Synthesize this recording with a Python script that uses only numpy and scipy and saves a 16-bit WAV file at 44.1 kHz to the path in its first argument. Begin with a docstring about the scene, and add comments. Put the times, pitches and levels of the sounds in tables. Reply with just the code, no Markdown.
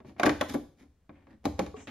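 """Opening a perforated cardboard box

Fingers pry open a perforated flap in a shallow cardboard box, close to the microphone in a small room.
After a faint click, paper bridges snap: noise cracks through the card and the box modes thump.
Random grains rip fibres and rub fingertips over the card; taps knock it and a nail hisses along it.
The flap creaks in almost regular slips, and rings when it is nudged.
A dense decaying tail, one late bass echo and quiet filtered noise make the room."""
import sys
import numpy as np
from scipy import signal
from scipy.fft import rfft, irfft
from scipy.io import wavfile

SR = 44100
rng = np.random.default_rng(int(sys.argv[2]) if len(sys.argv) > 2 else 0)


def transcribe(u):
    """Save the signal u as a 16-bit wav file named by the first command-line argument.

    u: samples, shape (n,) or (channels, n), limited to [-1, 1]; the rate is SR.
    q: integer samples, one column per channel.
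    """
    v = np.clip(np.atleast_2d(u).T, -1, 1)
    q = np.round(v * 32767).astype(np.int16)
    wavfile.write(sys.argv[1], SR, q)


N = 83790
HZ = np.fft.rfftfreq(8192, 1 / SR)  # frequencies at which filter gains are given
BLOW_S = 0.015  # time over which the level of a blow is reckoned
BLOW_GAIN = np.sqrt(SR * BLOW_S)

# Band centres of a snap [Hz]
BANDS_HZ = [100, 280, 630, 1650, 4500, 11000]
# Bridges snapping, levels before the overall tone:
# (time [s], ring of the freed flap [Hz], ring of the torn edge [Hz], level in each of six bands [dB])
SNAPS = [(0.1971, 715, 2390, -53, -34.5, -25, -33, -41, -44.5),
         (0.2323, 1519, 2193, -39, -24.5, -18.5, -22, -35, -37.5),
         (0.2627, 1665, 2440, -44.5, -57, -19, -25.5, -41, -36),
         (0.2668, 312, 1130, -40.5, -18, -22, -27, -41, -50),
         (0.2931, 286, 1960, -37, -26.5, -26, -27, -36, -44.5),
         (0.411, 563, 3425, -51.5, -30.5, -25, -25, -37.5, -37),
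         (0.542, 241.4, 3840, -40.5, -24.5, -29, -36.5, -55.5, -40.5),
         (1.4538, 292.7, 799, -34.5, -26.5, -26, -37, -38.5, -41),
         (1.592, 549, 808, -36, -21.5, -27.5, -31.5, -39, -42)]


def add_snaps(box, modes):
    """Paper bridges fail one by one, each amid a swell of tiny fractures."""
    for time, flap_hz, edge_hz, *levels in SNAPS:
        add(box, *strain(time, edge_hz, levels))
        add(box, time, snap(flap_hz, edge_hz, levels, modes))


FLAP_DB, FLAP_CYCLES = -5, 28  # the flap dies 60 dB in this many cycles
EDGE_DB, EDGE_CYCLES = -5.5, 47  # so does the torn edge


def snap(flap_hz, edge_hz, levels, modes):
    """A bridge gives way: a blow to the box, and the freed flap and its torn edge ring briefly."""
    bands = list(zip(BANDS_HZ, levels))
    flap = amp(FLAP_DB + read(bands, flap_hz)) * mode(flap_hz, FLAP_CYCLES / flap_hz)
    edge = amp(EDGE_DB + read(bands, edge_hz)) * mode(edge_hz, EDGE_CYCLES / edge_hz)
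    return blow(BANDS_HZ, levels, modes) + (flap + edge) * BLOW_GAIN


STRAIN_S, STRAIN_DB = 0.0068, -17.5  # time constant on either side of the snap; level against the snap


def strain(time, edge_hz, levels):
    """A quick, ragged swell of tiny fractures around a snap, coloured by the tearing edge."""
    noise = rng.standard_normal((2, 2048)) * rng.exponential(1, 2048) ** 2
    t = (np.arange(noise.shape[1]) - noise.shape[1] / 2) / SR
    swell = unit(noise * np.exp(-abs(t) / STRAIN_S))
    extra_db = STRAIN_DB + BRIGHT_DB * bump(edge_hz)
    return time + t[0], toned(swell, BANDS_HZ, levels, extra_db) * BLOW_GAIN


# Modes of the hollow box, levels before BOX_DB and the blow: (frequency [Hz], level [dB], t60 [s])
BOX = [(226.3, -9, 0.17), (247, -3.5, 0.14), (294.2, 2, 0.16), (346.3, 0.5, 0.15), (514.4, -13, 0.086),
       (591.8, -6, 0.084), (718, -14, 0.11), (771, -17, 0.22), (1113, -1.5, 0.045)]
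BOX_DB = -10


def box_modes():
    """The hollow box resonates at several frequencies, each with its own decay."""
    return np.array([mode(hz, t60) for hz, _, t60 in BOX])


def blow(centres, levels, modes):
    """The panel cracks and the modes of the box ring on."""
    hz, db, _ = np.transpose(BOX)
    blow_db = read(list(zip(centres, levels)), hz)
    out = np.tensordot(amp(BOX_DB + db + blow_db), modes, 1)
    add(out, 0, toned(panel(), centres, levels))
    return out * BLOW_GAIN


# Ring of the card panel: (frequency [Hz], t60 [s])
PANEL = [(100, 0.015), (300, 0.15), (700, 0.098), (2000, 0.034), (12000, 0.017)]
CRACK_S, CRACK_DB = 0.0011, 1.5  # time to the crack's peak; level against the ring


def panel():
    """Middle and side response of the card: a crack and its short ring."""
    body = ring(PANEL, rise_s=0.0077, size=8192)
    u = np.arange(body.shape[1]) / SR / CRACK_S
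    crack = unit(rng.standard_normal(body.shape) * u * np.exp(-u))
    return flat(body + amp(CRACK_DB) * crack)


# Overall tone: uneven mids, a narrow dip near 8 kHz, steeply falling top: (frequency [Hz], gain [dB])
TONE = [(30, -29), (65, -3.5), (170, -4.5), (300, -1.5), (400, -7), (560, -4.5), (900, -5.5), (1400, -6.5),
        (2300, -2.5), (2700, -6.5), (3600, -3), (7200, -7), (8200, -21.5), (9500, -8.5), (13000, -13.5),
        (15500, -30.5)]


def toned(x, centres, levels, extra_db=0):
    """Gives a flat sound the overall tone and a level in each band."""
    # Spread each level over a bandwidth that grows with its centre
    density = np.array(levels) - 10 * np.log10(2 * np.array(centres) / SR)
    db = read(list(zip(centres, density)), HZ) + read(TONE, HZ) + extra_db
    return np.array([colour(c, db) for c in x])


# Fibres ripping, levels before the overall tone:
# (start [s], crest [s], end [s], contact resonance [Hz], body [dB], rasp [dB], fizz [dB])
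RIPS = [(0.246, 0.26, 0.272, 2300, -35, -29.5, -36), (0.482, 0.486, 0.506, 1860, -36.5, -43, -40),
        (0.493, 0.535, 0.566, 3360, -48, -51.5, -47)]
RIP_GRAINS_PER_S, RIP_SPREAD_DB = 2400, 8.5


def add_rips(box):
    """Fibres part in dense, uneven grains."""
    for start, crest, end, hz, *levels in RIPS:
        add(box, start, stroke(start, crest, end, hz, levels, RIP_GRAINS_PER_S, RIP_SPREAD_DB))


# Fingertips and flap sliding, levels before the overall tone:
# (start [s], crest [s], end [s], contact resonance [Hz], body [dB], rasp [dB], fizz [dB])
RUBS = [(0.043, 0.066, 0.135, 2400, -54.5, -64, -67.5), (0.761, 0.812, 0.875, 2110, -56, -67.5, -68.5),
        (1.111, 1.148, 1.36, 2600, -64, -68, -97), (1.276, 1.307, 1.36, 1810, -53.5, -66.5, -80),
        (1.749, 1.77, 1.84, 2800, -50.5, -51, -72.5)]
RUB_GRAINS_PER_S, RUB_SPREAD_DB = 850, 5


def add_rubs(box):
    """Skin and card slide in sparser, more even grains than a rip."""
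    for start, crest, end, hz, *levels in RUBS:
        add(box, start, stroke(start, crest, end, hz, levels, RUB_GRAINS_PER_S, RUB_SPREAD_DB))


def stroke(start, crest, end, bright_hz, levels, rate, spread_db):
    """Fibres catch and let go at random under a stroke that swells and fades."""
    t = np.arange(start, end, 1 / SR)
    size_db = spread_db * np.minimum(rng.exponential(1, SR // 2), 3)
    sizes = amp(size_db) * rng.choice([-1, 1], SR // 2)
    force = np.interp(t, [start, crest, end], [0, 1, 0]) ** 0.87
    caught = rng.random(len(sizes)) < rate / SR
    grains = (sizes * caught)[:len(t)] * force
    return friction(unit(grains) * np.linalg.norm(force), bright_hz, levels)


# Band centres of body, rasp and fizz [Hz]
STROKE_HZ = [350, 2200, 9000]
BRIGHT_DB, BRIGHT_OCTAVES = 5, .3  # resonance at the point of contact; width of every bump
HOLLOW_HZ, HOLLOW_DB = 258.5, 9.5  # air in the box, stirred by rubbing


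def friction(slips, bright_hz, levels, count=3):
    """Slips drive a few spots of the panel, with one resonance at the contact and one in the box air."""
    bump_db = BRIGHT_DB * bump(bright_hz) + HOLLOW_DB * bump(HOLLOW_HZ)
    spot = rng.integers(0, count, SR)[:len(slips)]
    rung = sum(signal.fftconvolve((slips * (spot == k))[None], panel(), axes=1) for k in range(count))
    return toned(rung, STROKE_HZ, levels, bump_db)


# Stick-slip creaks, levels before the overall tone:
# (start [s], length [s], mean slip rate [1/s], contact resonance [Hz], body [dB], rasp [dB], fizz [dB])
CREAKS = [(1.87, 0.035, 280, 2940, -44.5, -42.5, -61.5)]


def add_creaks(box):
    """The flap creaks as it folds back."""
    for start, length, rate, hz, *levels in CREAKS:
        add(box, start, creak(length, rate, hz, levels))


SLIP_JITTER = 0.13  # spread of the slip intervals, as a fraction of the mean


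def creak(length, rate, bright_hz, levels):
    """The fold sticks and slips almost regularly, ever more weakly."""
    t = np.arange(0, length, 1 / SR)
    cycles = np.cumsum(1 + SLIP_JITTER * rng.standard_normal(size=64)) - 1
    at = (abs(cycles) / rate * SR).astype(int)
    slips = np.zeros(len(t))
    slips[at[at < len(t)]] = np.sqrt(SR / rate)
    return friction(slips * (1 - (t / length) ** 2), bright_hz, levels)


# A faint click as the sound begins, then fingers and nails tapping, levels before the overall tone:
# (time [s], body [dB], rasp [dB], fizz [dB])
CLICK_AND_TAPS = [(0.002, -50, -61, -84.5), (0.047, -45, -65.5, -97), (0.093, -48.5, -63, -76),
                  (0.164, -52, -61.5, -100), (0.2572, -26.5, -45, -48), (1.093, -46, -56, -89.5),
                  (1.2691, -53, -63, -91.5), (1.6629, -49, -50, -57.5)]


def add_click_and_taps(box, modes):
    """A faint click as the sound begins, then finger and nail taps knocking the box; each rings the box modes."""
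    for time, *levels in CLICK_AND_TAPS:
        add(box, time, blow(STROKE_HZ, levels, modes))


# The loose flap nudged, level before each mode's own: (time [s], level [dB])
FLAP_PAT = (1.7412, -39)
# Modes of the open flap, levels against the nudge: (frequency [Hz], level [dB])
OPEN_FLAP = [(431, -2), (750, -15), (1125, -13)]
OPEN_FLAP_T60_S = 0.071


def pat(time, db):
    """A soft knock rings the modes of the open flap."""
    rung = sum(amp(db + mode_db) * mode(hz, OPEN_FLAP_T60_S) for hz, mode_db in OPEN_FLAP)
    return time, rung * BLOW_GAIN


# A nail hissing along the glossy card: (start [s], crest [s], end [s], centre [Hz], level [dB])
SLIDE = (1.745, 1.82, 1.885, 6600, -63)


def slide(start, crest, end, hz, db):
    """A smooth, narrow hiss that swells and fades with the speed of the nail."""
    speed = np.interp(np.arange(start, end, 1 / SR), [start, crest, end], [0, 1, 0])
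    noise = rng.standard_normal((2, SR // 2))
    hiss = np.array([band(c, hz) for c in noise])[:, :len(speed)]
    return start, amp(db) * speed * unit(hiss) * np.sqrt(len(speed))


# Ring of the room: (frequency [Hz], t60 [s])
ROOM = [(60, 0.7), (150, 0.18), (400, 0.39), (1500, 0.33), (5000, 0.48), (12000, 0.4)]
# Strength of the room: (frequency [Hz], gain [dB])
WET = [(70, 6), (300, -9.5), (2000, -10), (5000, -7.5), (12000, -6.5)]
ROOM_RISE_S, BUILD_CYCLES = 0.0014, 1.8  # build-up time constants: overall, and in cycles of each band
ECHO_S, ECHO_HZ, ECHO_DB = .034, 99.1, -3  # the bass comes back late from the far wall


def room(x):
    """Adds the tail of a small room and one late echo of the bass."""
    tail = flat(ring(ROOM, ROOM_RISE_S, size=32768, build_cycles=BUILD_CYCLES))
    sent = colour(x[0], read(WET, HZ))  # only the middle feeds the tail
    wet = np.array([signal.fftconvolve(sent, c)[:N] for c in tail])
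    add(wet, ECHO_S, amp(ECHO_DB) * np.array([band(c, ECHO_HZ) for c in x]))
    return x + wet


# Shape of the room tone, before scaling to HUSH_DB: (frequency [Hz], relative density [dB per Hz])
HUSH = [(25, -6), (65, 0.5), (300, -16.5), (1000, -27.5), (6000, -41), (15000, -49)]
HUSH_DB = -69


def hush():
    """Quiet room tone: steady noise, strongest in the bass."""
    noise = np.array([colour(c, read(HUSH, HZ)) for c in rng.standard_normal((2, N))])
    return amp(HUSH_DB) * unit(noise) * np.sqrt(N)


def mode(hz, t60):
    """One dying resonance, in middle and side."""
    t = np.arange(SR // 3) / SR
    phase = [[0], [rng.random()]]  # in cycles, middle and side
    wave = np.sin(2 * np.pi * (hz * t + phase))
    return unit(wave * amp(-60 * t / t60) * (1 - np.exp(-t * hz)))


def ring(t60s, rise_s, size, build_cycles=0):
    """Dense random ringing, each band building up and dying at its own speed."""
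    hz, t, z = signal.stft(rng.standard_normal((2, size)), SR, nperseg=256)
    t60 = read(t60s, hz)[:, None]
    build_hz = np.maximum(hz, hz[1] / 2)[:, None]
    build = 1 - np.exp(-(t + t[1]) * build_hz / (build_cycles + 1e-9))
    tail = signal.istft(z * build * amp(-60 * t / t60) / np.sqrt(t60), SR)[1][:, :size]
    return unit(tail * (1 - np.exp(-np.arange(size) / SR / rise_s)))


def bump(hz):
    """A resonance of height one on a log-frequency axis."""
    return np.exp(-(np.log2((HZ + 1) / hz) / BRIGHT_OCTAVES) ** 2)


def band(x, hz):
    """Favours the band around one resonance, over a faint floor at all frequencies."""
    return colour(x, 20 * np.log10(bump(hz) + .02))


def colour(x, db):
    """Causal minimum-phase filter with the given gain at each of HZ."""
    log_gain = irfft(np.log(amp(db)))
    n = len(log_gain) // 2
    # Folding the cepstrum onto positive times makes the filter causal
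    folded = np.r_[log_gain[0], 2 * log_gain[1:n], np.zeros(n)]
    taps = irfft(np.exp(rfft(folded)))[:n]
    return signal.fftconvolve(x, taps)[:len(x)]


def smooth_db(x):
    """Power spectrum in dB, averaged over about half an octave."""
    total = np.cumsum(abs(rfft(x, 2 * len(HZ) - 2))[::-1] ** 2)[::-1]
    k = np.arange(len(HZ))
    lo = np.clip(k * .82 - 6, 0, None).astype(int)
    hi = np.clip(k * 1.2 + 8, 0, k[-1] - 1).astype(int)
    return 10 * np.log10((total[lo] - total[hi]) / (hi - lo) + 1e-12)


def flat(x):
    """Evens out the broad spectrum of each channel."""
    return np.array([colour(c, -smooth_db(c)) for c in x])


def amp(db):
    """Decibels to gain."""
    return 10 ** (np.asarray(db) / 20)


def unit(x):
    """Scales to an energy of one per channel."""
    return x / np.sqrt(np.sum(x ** 2, -1, keepdims=True) + 1e-20)


def read(points, hz):
    """Reads a table on a log-frequency axis."""
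    f, value = np.transpose(points)
    return np.interp(np.log(hz + 1), np.log(f + 1), value)


def add(mix, time, sound):
    """Mixes a sound in at a time."""
    part = mix[:, max(round(time * SR), 0):][:, :sound.shape[1]]
    part += sound[:, :part.shape[1]]


# Gain of the side channel: (frequency [Hz], gain [dB])
WIDTH = [(100, -20), (260, -18.5), (520, -4.5), (1000, -7), (2000, -7.5), (4000, -6.5), (8000, 4.5),
         (12000, -5.5)]


def scene():
    """All handling sounds in the room, spread from middle and side to left and right."""
    box = np.zeros((2, N))  # middle and side
    modes = box_modes()
    add_snaps(box, modes)
    add(box, *pat(*FLAP_PAT))
    add(box, *slide(*SLIDE))
    add_click_and_taps(box, modes)
    add_rips(box)
    add_rubs(box)
    add_creaks(box)
    mid, side = room(box) + hush()
    side = colour(side, read(WIDTH, HZ))
    balance_db = [[.4], [-.4]]  # left, right
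    return np.array([mid + side, mid - side]) * amp(balance_db)


CUTOFF_HZ = 15900


def record(dry):
    """The band limit of the recorder: a steep low-pass filter."""
    low_pass = signal.firwin(511, CUTOFF_HZ, window=("kaiser", 9), fs=SR)
    return signal.oaconvolve(dry, low_pass[None], "same")


dry = scene()
out = record(dry)
transcribe(out)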